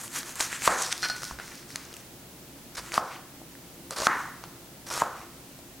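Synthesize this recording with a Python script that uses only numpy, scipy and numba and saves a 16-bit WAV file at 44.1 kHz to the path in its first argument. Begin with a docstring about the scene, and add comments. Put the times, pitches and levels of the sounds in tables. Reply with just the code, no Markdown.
"""Slicing an onion in a kitchen

A knife saws and slices through an onion on a thin board on a stone worktop, close to a small camera.
Bursting cells are random clicks through moving filters: a bright crunch, a thin sizzle, a hollow body.
Short ticks (knocks with noise sprays) and dry rustles join in, the blade knocks the board hard enough to
clip, and its steel rings in one group of taps (fading sines). A hard-walled kitchen answers with echoes of
fading noise, over filtered noise for room air, appliance hum, a high whine and microphone hiss."""
import sys
import numpy as np
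from scipy import signal
from scipy.fft import rfft, irfft
from scipy.io import wavfile
from scipy.ndimage import uniform_filter1d
from numba import njit

SR = 44100
rng = np.random.default_rng(int(sys.argv[2]) if len(sys.argv) > 2 else 0)


def dump_mix(stems):
    """Bounce the given channels to the path in sys.argv[1] as a 16-bit WAV at rate SR."""
    frames = np.atleast_2d(stems).T  # one column per channel
    limited = np.clip(frames, -1, 1)  # hard clip at full scale
    pcm = np.round(limited * 32767).astype(np.int16)
    wavfile.write(sys.argv[1], SR, pcm)


N = 255780
T = np.arange(N) / SR
SIDES = np.array([[1], [-1]])  # opposite signs in the left and right channels

# broad spray around the moving centre of the crunch: (f/Hz, width/Hz, level/dB)
CRUNCH_SPRAY = [(4630, 1500, 2.5), (6560, 2300, 2.5), (8540, 2600, 4.5)]
# board under the onion: (f/Hz, width/Hz, level/dB)
BOARD_UNDER_ONION = [(544, 110, 5), (1190, 460, 1.5)]


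def strokes():
    """Bursting cells excite a bright crunch, a thin sizzle and the hollow body of the onion."""
    levels, centre = controls()
    # the colour wanders as layers of different thickness give way
    crunch_hz = centre[0] * (1 + 0.074 * walk(60))
    body_hz = centre[1] * (1 + 0.045 * walk(40))
    # the blade sticks and slips
    gains = uniform_filter1d(levels, size=44) * undb(0.39 * walk(80))
    burst = cells(12000, spread_db=2.5)
    deep = cells(5000, spread_db=2.0)

    moving_crunch = unit(svf(burst, crunch_hz, 1250.0))
    crunch = undb(0.5) * moving_crunch + resonances(band(burst, 3000, 7700), CRUNCH_SPRAY)
    # lone fibres snap; the pitch is drawn anew every 200 samples
    pitch_steps = np.repeat(undb(1.54 * rng.standard_normal(N // 200 + 1)), 200)[:N]
    snap_hz = (crunch_hz * pitch_steps).clip(2000, 12000)
    snaps = unit(svf(cells(90, spread_db=3.0), snap_hz, 540.0))
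    crunch = unit(crunch) + undb(-8) * snaps

    # the lower the body sounds, the more the board under it joins in
    board_gain = undb(-8 - 35 * np.log2(body_hz / 1200))
    board = board_gain * resonances(band(deep, 840, 820), BOARD_UNDER_ONION)
    hollow = svf(svf(deep, body_hz, 1900.0), body_hz, 1900.0)
    body = unit(hollow) + board

    sizzle = unit(band(band(burst, 9760, 7800), 9400, 8300))
    return gains[0] * unit(crunch) + gains[1] * unit(body) + gains[2] * sizzle


# pushes and drags of the blade through the onion and along the board,
# with scrapes and swells after the chops:
# (full from t/s, rise t/s, hold t/s, fall t/s, crunch level/dB, crunch centre f/Hz,
#  onion body level/dB, body centre f/Hz, sizzle level/dB)
BLADE_MOVES = [(0.005, 0.046, 0.0056, 0.04, -44, 6960, -46.5, 1300, -52),
               (0.039, 0.035, .015, 0.035, -44, 7350, -46, 1150, -41.5),
               (0.159, .04, 0.029, 0.034, -34.5, 7000, -36, 1490, -38),
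               (0.277, .05, 0.038, 0.046, -43.5, 6550, -45, 1350, -49),
               (0.36, .004, .03, 0.017, -42.5, 7560, -42.5, 1500, -54),
               (0.405, 0.016, 0.032, .045, -31, 6600, -34, 1570, -40),
               (0.523, 0.032, 0.041, 0.029, -38, 7240, -36, 1760, -52),
               (0.655, 0.043, 0.027, 0.0038, -28, 6700, -31, 1720, -37.5),
               (0.701, .03, 0.038, .06, -35.5, 6500, -39, 1150, -52),
               (0.787, 0.03, 0.048, 0.11, -32, 5650, -39.5, 1210, -52),
               (0.921, 0.012, 0.0079, 0.0024, -29, 5100, -32, 1930, -60),
               (1.03, 0.0021, 0.029, .015, -38.5, 4630, -30.5, 1640, -55),
               (1.094, 0.025, .015, 0.039, -41.5, 4400, -43.5, 1470, -57),
               (1.228, 0.018, .004, 0.0027, -43.5, 6160, -41, 1420, -52),
               (2.753, 0.0026, 0.0031, 0.0053, -38, 5400, -45, 1410, -56),
               (2.771, 0.0037, 0.021, 0.014, -37, 5300, -38, 1330, -53),
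               (2.862, 0.086, .03, 0.06, -49, 6800, -48.5, 1350, -60),
               (2.921, .003, 0.0086, 0.016, -41.5, 6300, -45, 1560, -60),
               (2.936, .005, 0.04, 0.023, -37, 5800, -35, 1270, -46),
               (3.073, 0.056, 0.023, 0.04, -54, 5400, -52, 1400, -65),
               (3.118, 0.027, 0.029, 0.051, -52, 5600, -45, 2050, -70),
               (3.908, 0.0023, 0.022, 0.028, -43.5, 5760, -46.5, 910, -52),
               (3.963, .004, 0.072, 0.034, -37.5, 5970, -39, 1050, -54),
               (4.05, 0.034, .022, .003, -31, 5540, -35.5, 1180, -44),
               (4.12, 0.045, .02, 0.093, -62, 4900, -39, 1210, -56),
               (4.185, .08, 0.027, .11, -50, 6400, -46, 1310, -61),
               (4.437, .003, 0.0028, 0.031, -55, 4200, -47.5, 1090, -66),
               (4.866, .003, 0.028, .005, -44.5, 5640, -46, 1190, -51),
               (4.903, .003, 0.078, 0.033, -36.5, 5700, -39, 1120, -46),
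               (5.0, .03, 0.02, 0.0035, -35, 6200, -34, 1280, -45),
               (5.024, .006, .003, .05, -49, 7040, -44, 1000, -50),
               (5.173, 0.1, 0.043, 0.073, -57.5, 5900, -50.5, 1490, -68)]
FADE_DB, FADE_CURVE = 13.5, 0.99  # drop one rise or fall time away from the hold; power of the time


def controls():
    """Crunch, body and sizzle levels from the summed power of all moves; louder ones weigh more in colour."""
    power, weighted_hz = rustle()
    for start, rise, hold, fall, crunch_db, crunch_hz, body_db, body_hz, sizzle_db in BLADE_MOVES:
        first = max(int((start - 4 * rise) * SR), 0)
        span = slice(first, int((start + hold + 4 * fall) * SR))
        before = (start - T[span]) / rise
        after = (T[span] - start - hold) / fall
        away = np.maximum(before, after).clip(0)
        full_db = np.array([[crunch_db], [body_db], [sizzle_db]])
        move = undb(full_db - FADE_DB * away ** FADE_CURVE) ** 2
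        power[:, span] += move
        weighted_hz[:, span] += move[:2] * [[crunch_hz], [body_hz]]
    return np.sqrt(power), weighted_hz / power[:2]


# fingers handle the cut end and its dry skin: (t/s, crunch level/dB, onion body level/dB)
HANDLING = [(.93, -48, -45), (1.0, -47.5, -58), (1.03, -38.5, -54), (1.13, -49.5, -50), (1.17, -46, -48),
            (1.215, -47, -56), (1.25, -41.5, -54), (1.3, -44.5, -46.5), (1.38, -62, -61), (1.4, -53, -43),
            (1.47, -48, -55), (1.52, -51.5, -49), (1.58, -49.5, -57), (1.675, -66, -61), (1.69, -49.5, -58),
            (1.77, -51.5, -51), (1.9, -58, -55.5), (2.0, -54, -57), (2.08, -69, -70)]
RUSTLE_HZ, RUSTLE_BODY_HZ = 5400, 1450
RUSTLE_SIZZLE_DB = -11  # relative to the crunch


def rustle():
    """Handling is a gliding level of crunch, body and sizzle at fixed colours, given as power."""
    t, crunch_db, body_db = np.transpose(HANDLING)
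    levels_db = (crunch_db, body_db, crunch_db + RUSTLE_SIZZLE_DB)
    hand = undb([np.interp(T, t, db, -140, -140) for db in levels_db]) ** 2
    power = hand + 1e-14  # a tiny floor avoids division by zero
    return power, power[:2] * [[RUSTLE_HZ], [RUSTLE_BODY_HZ]]


# blade lands on the board: (t/s, blow level/dB, ring f/Hz, ring t60/s, landing t/ms,
#  room share level/dB, room band from f/Hz, room band to f/Hz)
CHOP_BLOWS = [(0.6763, 4.5, 1080, 0.0072, 0.54, -35.5, 460, 2050),
              (2.9773, 3.5, 1177, 0.0085, 2.14, -40, 503, 1490),
              (4.069, 12.5, 1320, 0.0042, 0.78, -41.5, 883, 2030),
              (5.0185, -2.5, 1000, 0.011, 1.87, -35, 494, 1510)]
# modes of the board: (multiple of the ring f, level/dB)
BOARD_MODES = [(1, 5), (.62, -5.5), (.17, -20.5), (1.6, -6), (3.3, -30)]
# cupboard under the worktop: (f/Hz, width/Hz, level/dB)
CUPBOARD = [(509, 15, 1), (752, 27, 4), (1100, 92, -3.5), (1320, 32, -6)]
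# low thumps of the worktop: (t/s, level/dB)
WORKTOP_THUMPS = [(0.674, -46), (1.317, -39), (2.78, -45.5), (4.07, -54)]
THUMP_HZ, THUMP_T60_S = 58, 0.29


def chops():
    """The edge lands within a few milliseconds and rings the damped board; duller blows go to the walls."""
    near, far = np.zeros(N), np.zeros(N)
    for start, db, hz, t60, landing_ms, room_db, low_hz, high_hz in CHOP_BLOWS:
        landing = np.minimum(np.arange(int(.1 * SR)) / (landing_ms * SR / 1000), 1) ** 2
        board = sum(undb(mode_db) * ring(hz * multiple, t60 / np.sqrt(multiple), .1)
                    for multiple, mode_db in BOARD_MODES)
        add(near, start, undb(db) * landing * board)
        # what reaches the walls has lost its edges
        dull = undb(db + room_db) * np.pad(np.hanning(16), (0, 4000))
        cupboard = sum(undb(level_db) * band(dull, f, width) for f, width, level_db in CUPBOARD)
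        dull = dull + undb(1.5) * cupboard
        room_band = signal.butter(N=4, Wn=[low_hz, high_hz], btype="band", fs=SR, output="sos")
        add(far, start, signal.sosfilt(room_band, dull))
        add(far, start, undb(-7.0) * band(band(dull, 256, 340), 256, 340))
    for start, db in WORKTOP_THUMPS:
        add(near, start, undb(db) * ring(THUMP_HZ, THUMP_T60_S))
    return near, far


# short ticks: skin snaps, small knocks and the bright cracks of two chops:
# (t/s, knock peak level/dB, knock f/Hz, spray peak level/dB, spray f/Hz)
SHORT_TICKS = [(0.013, -44, 1400, -28, 7900), (0.079, -31, 2920, -29, 7300), (0.231, -27, 1710, -26, 4540),
               (0.26, -52, 2970, -31, 8300), (0.356, -31, 2920, -23, 8500), (0.396, -27, 1130, -23, 7400),
               (0.404, -12.5, 2240, -19, 6300), (0.407, -18.5, 880, -11, 6000),
               (0.415, -36, 1690, -22, 7800), (0.529, -16, 2020, -40, 6600), (0.621, -18, 2240, -35, 7300),
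               (0.6767, -28, 2900, -20, 6000), (0.8204, -36, 1220, -14, 7000),
               (0.824, -38, 1270, -14, 6600), (0.863, -46, 1680, -22, 5800),
               (0.926, -15, 2880, -13.5, 5060), (1.023, -39, 2650, -22, 4960),
               (1.086, -38, 2750, -22, 4900), (1.1, -26, 730, -26, 5800), (1.164, -27, 2070, -27.5, 7250),
               (1.182, -36, 2510, -32, 5000), (1.22, -29, 1440, -28, 5960), (1.233, -20.5, 1400, -22, 5700),
               (1.242, -32, 2820, -21, 6640), (1.251, -52, 1570, -26, 5800), (1.311, -22, 1050, -45, 6200),
               (1.388, -25, 1560, -35, 5470), (1.399, -22, 1450, -37, 5500), (1.479, -30, 2210, -33, 6600),
               (1.52, -30, 1900, -51, 6700), (1.554, -44, 1460, -34, 6500), (1.629, -35, 2000, -48, 5700),
               (1.704, -31.5, 1910, -36, 5300), (1.758, -20, 1930, -16.5, 6400),
               (1.928, -39, 450, -35, 4770), (1.94, -30, 2950, -29, 6600), (1.967, -30, 2800, -27.5, 8800),
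               (2.862, -45, 1130, -36, 6700), (2.92, -19, 2240, -35, 6900), (2.941, -17.5, 1340, -17, 5360),
               (3.417, -35, 725, -56, 8600), (3.553, -35.5, 1820, -51, 7500), (3.908, -24, 1270, -20, 7240),
               (3.985, -32, 530, -20, 6400), (4.002, -22.5, 575, -18.5, 5150),
               (4.019, -22.5, 550, -21, 5000), (4.069, -25, 2900, -17, 4600),
               (4.439, -26.5, 1110, -32, 4580), (4.912, -22, 1280, -31, 5800),
               (4.927, -33, 1390, -28, 5370), (4.939, -39, 1060, -21, 6600),
               (4.977, -17.5, 1070, -20, 5700), (5.027, -15.5, 920, -44, 7400), (5.59, -37, 626, -39, 6700)]
SPRAY_MS, SPRAY_ONSET_S = 0.92, 0.00018  # time constants of fading and starting


def ticks():
    """Each tick is a brief low knock plus a spray of treble."""
    out = np.zeros(N)
    t = np.arange(1500) / SR
    envelope = np.exp(-1000 * t / SPRAY_MS) * (1 - np.exp(-t / SPRAY_ONSET_S))
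    noises = rng.standard_normal((len(SHORT_TICKS), 1500))
    for (start, knock_db, knock_hz, spray_db, spray_hz), noise in zip(SHORT_TICKS, noises):
        width = 0.92 * spray_hz
        spray = band(band(noise * envelope, spray_hz, width), spray_hz, width)
        knock = ring(knock_hz, 9 / knock_hz, len(t) / SR)  # dies in nine cycles
        add(out, start, undb(knock_db) * knock + undb(spray_db) * spray / np.abs(spray).max())
    return out


# modes of the steel: (f/Hz, level/dB, t60/s)
STEEL_MODES = [(1478, -3, 0.26), (4258, -6, 0.09), (716, -26, 0.11), (1740, -5.6, 0.04), (2000, -12, .025),
               (2700, -18, 0.022), (4800, -7.5, 0.037), (5700, -8.5, 0.035)]
# the flat of the blade is tapped: (t/s, level/dB, tilt in dB per octave about 1500 Hz)
BLADE_TAPS = [(1.029, -26, 3.5), (1.036, -30.5, 2), (1.042, -34, -5), (1.048, -49, 16), (1.0551, -24, -2),
              (1.099, -28, 4.5), (1.114, -40, 6.5)]
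BLADE_SCATTER_S = .0003  # detuning of a mode from tap to tap, as a share, times its t60


def blade():
    """Each tap rings the modes of the steel; a harder contact favours the high ones."""
    out = np.zeros(N)
    scatters = rng.standard_normal((len(BLADE_TAPS), len(STEEL_MODES)))
    for (start, db, tilt_db), scatter in zip(BLADE_TAPS, scatters):
        for (hz, mode_db, t60), draw in zip(STEEL_MODES, scatter):
            level_db = db + mode_db + tilt_db * np.log2(hz / 1500)
            detuned_hz = hz * (1 + BLADE_SCATTER_S * draw / t60)
            add(out, start, undb(level_db) * ring(detuned_hz, t60))
    return out


# how long the kitchen's echoes last in each band: (f/Hz, t60/s)
ROOM_DECAY = [(250, 0.47), (700, 0.42), (1400, 0.74), (3000, 0.56), (7000, 0.13), (13000, 0.45)]


def kitchen(x, build_s=0.0077):
    """Diffuse echoes build up, then die at a rate set band by band; nearly alike at both microphones."""
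    t = np.arange(SR) / SR
    build = 1 - np.exp(-t / build_s)

    def echoes():
        tail = sum(band(rng.standard_normal(SR), hz, hz) * 1000. ** (-t / t60) for hz, t60 in ROOM_DECAY)
        return signal.fftconvolve(x, tail * build)[:N]

    return echoes() + undb(-67) * echoes() * SIDES


# colour of the room air, before its overall level is set: (f/Hz, level per Hz/dB)
AIR_COLOUR = [(12, -50), (20, -12), (65, -18), (89, -17), (176, -2.5), (240, -13.5), (276, -0.5),
              (309, -11), (356, -11.5), (644, -13), (784, -15), (1160, -19.5), (15600, -25), (17000, -28)]
AIR_DB = -50
# appliance tones: (f/Hz, level/dB, width/Hz)
APPLIANCE_HUM = [(65, -63, 17), (125.5, -58.5, 14.6), (172, -72, 4.6), (229.7, -61, 17), (342.7, -58, 15)]
# one thin steady tone: (f/Hz, level/dB, width/Hz)
HIGH_WHINE = (15735, -72, 3)
# colour of the microphone hiss, before its overall level is set: (f/Hz, level per Hz/dB)
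HISS_COLOUR = [(12, -30), (20, 8), (43, -6), (140, -5), (268, -6.5), (784, -8.5), (15600, -9.5),
               (17000, -16)]
HISS_DB = -54


def background():
    """Room air and wavering appliance tones in the middle, microphone hiss at the sides."""
    air = undb(AIR_DB + 0.38 * walk(2.66)) * coloured(AIR_COLOUR)
    # noise squeezed into a narrow band wavers like a tone
    hum = sum(undb(db) * unit(band(rng.standard_normal(N), hz, width))
              for hz, db, width in APPLIANCE_HUM + [HIGH_WHINE])
    hiss = undb(HISS_DB) * coloured(HISS_COLOUR)
    return air + hum + hiss * SIDES


def undb(db):
    """Turn decibels into an amplitude factor."""
    return 10 ** (np.asarray(db, float) / 20)


def unit(x):
    """Scale to an RMS level of 1."""
    return x / np.sqrt(np.mean(x ** 2))


def band(x, hz, width_hz):
    """One resonance, gain 1 at the centre."""
    hz = min(hz, .45 * SR)
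    b, a = signal.iirpeak(hz, hz / min(width_hz, .4 * SR), fs=SR)
    return signal.lfilter(b, a, x)


def resonances(x, table):
    """Several resonances side by side, scaled together to an RMS level of 1."""
    return unit(sum(undb(db) * band(x, hz, width) for hz, width, db in table))


def coloured(points):
    """Noise whose spectrum follows the given points, at an RMS level of 1."""
    hz, db = np.transpose(points)
    log_f = np.log(np.fft.rfftfreq(N, 1 / SR) + 1)
    shape = undb(np.interp(log_f, np.log(hz), db))
    return unit(irfft(rfft(rng.standard_normal(N)) * shape, N))


def walk(rate):
    """Random levels that glide to a new value every 1 / rate seconds; spread near 1."""
    step = int(SR / rate)
    held = np.repeat(rng.standard_normal(N // step + 1), step)
    return unit(uniform_filter1d(held, step)[:N])


def ring(hz, t60, length=.6):
    """A sine that fades by 60 dB in t60 seconds."""
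    t = np.arange(int(length * SR)) / SR
    return np.sin(2 * np.pi * hz * t) * 1000. ** (-t / t60)


def add(out, start, x):
    """Mix a short sound in at a time in seconds."""
    i = int(start * SR)
    out[i:i + len(x)] += x[:len(out) - i]


def cells(rate, spread_db):
    """One-sample bursts, on average rate per second, most small and a few large."""
    hit, size, sign = rng.random((3, N))
    heights = undb(-spread_db * np.log(size))
    return unit((hit < rate / SR) * heights * np.sign(sign - .5))


@njit
def svf(x, hz, width):
    """Band-pass whose centre moves; gain 1 at the centre."""
    y, b, l = np.empty(len(x)), 0., 0.  # b and l: the band and low memories of the filter
    for i in range(len(x)):
        g, k = np.tan(np.pi * hz[i] / SR), width / hz[i]
        v = (b + g * (x[i] - l)) / (1 + g * (g + k))
        b, l, y[i] = 2 * v - b, l + 2 * g * v, k * v
    return y


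def scene():
    """Mix the knife work, its echoes and the background in stereo."""
    near, far = chops()
    # the close sounds fall away above 13 kHz
    soften = signal.butter(N=2, Wn=13000, fs=SR, output="sos")
    light = signal.sosfilt(soften, strokes() + ticks() + blade())
    # treble arrives a little apart at the two ports
    late = np.pad(light, (3, 0))[:N]
    treble = undb(-40) * band(late, 6000, 6000) * SIDES
    echoes = kitchen(far + undb(-43.5) * light)
    return light + near + treble + echoes + background()


CLIP, TOP_HZ = .42, 16600  # largest amplitude let through; upper edge of the sound


def record(dry):
    """The loudest blows clip; the top is cut."""
    low_pass = signal.ellip(10, .2, 70, TOP_HZ, fs=SR, output="sos")
    return signal.sosfilt(low_pass, np.clip(dry, -CLIP, CLIP))


dry = scene()
out = record(dry)
dump_mix(out)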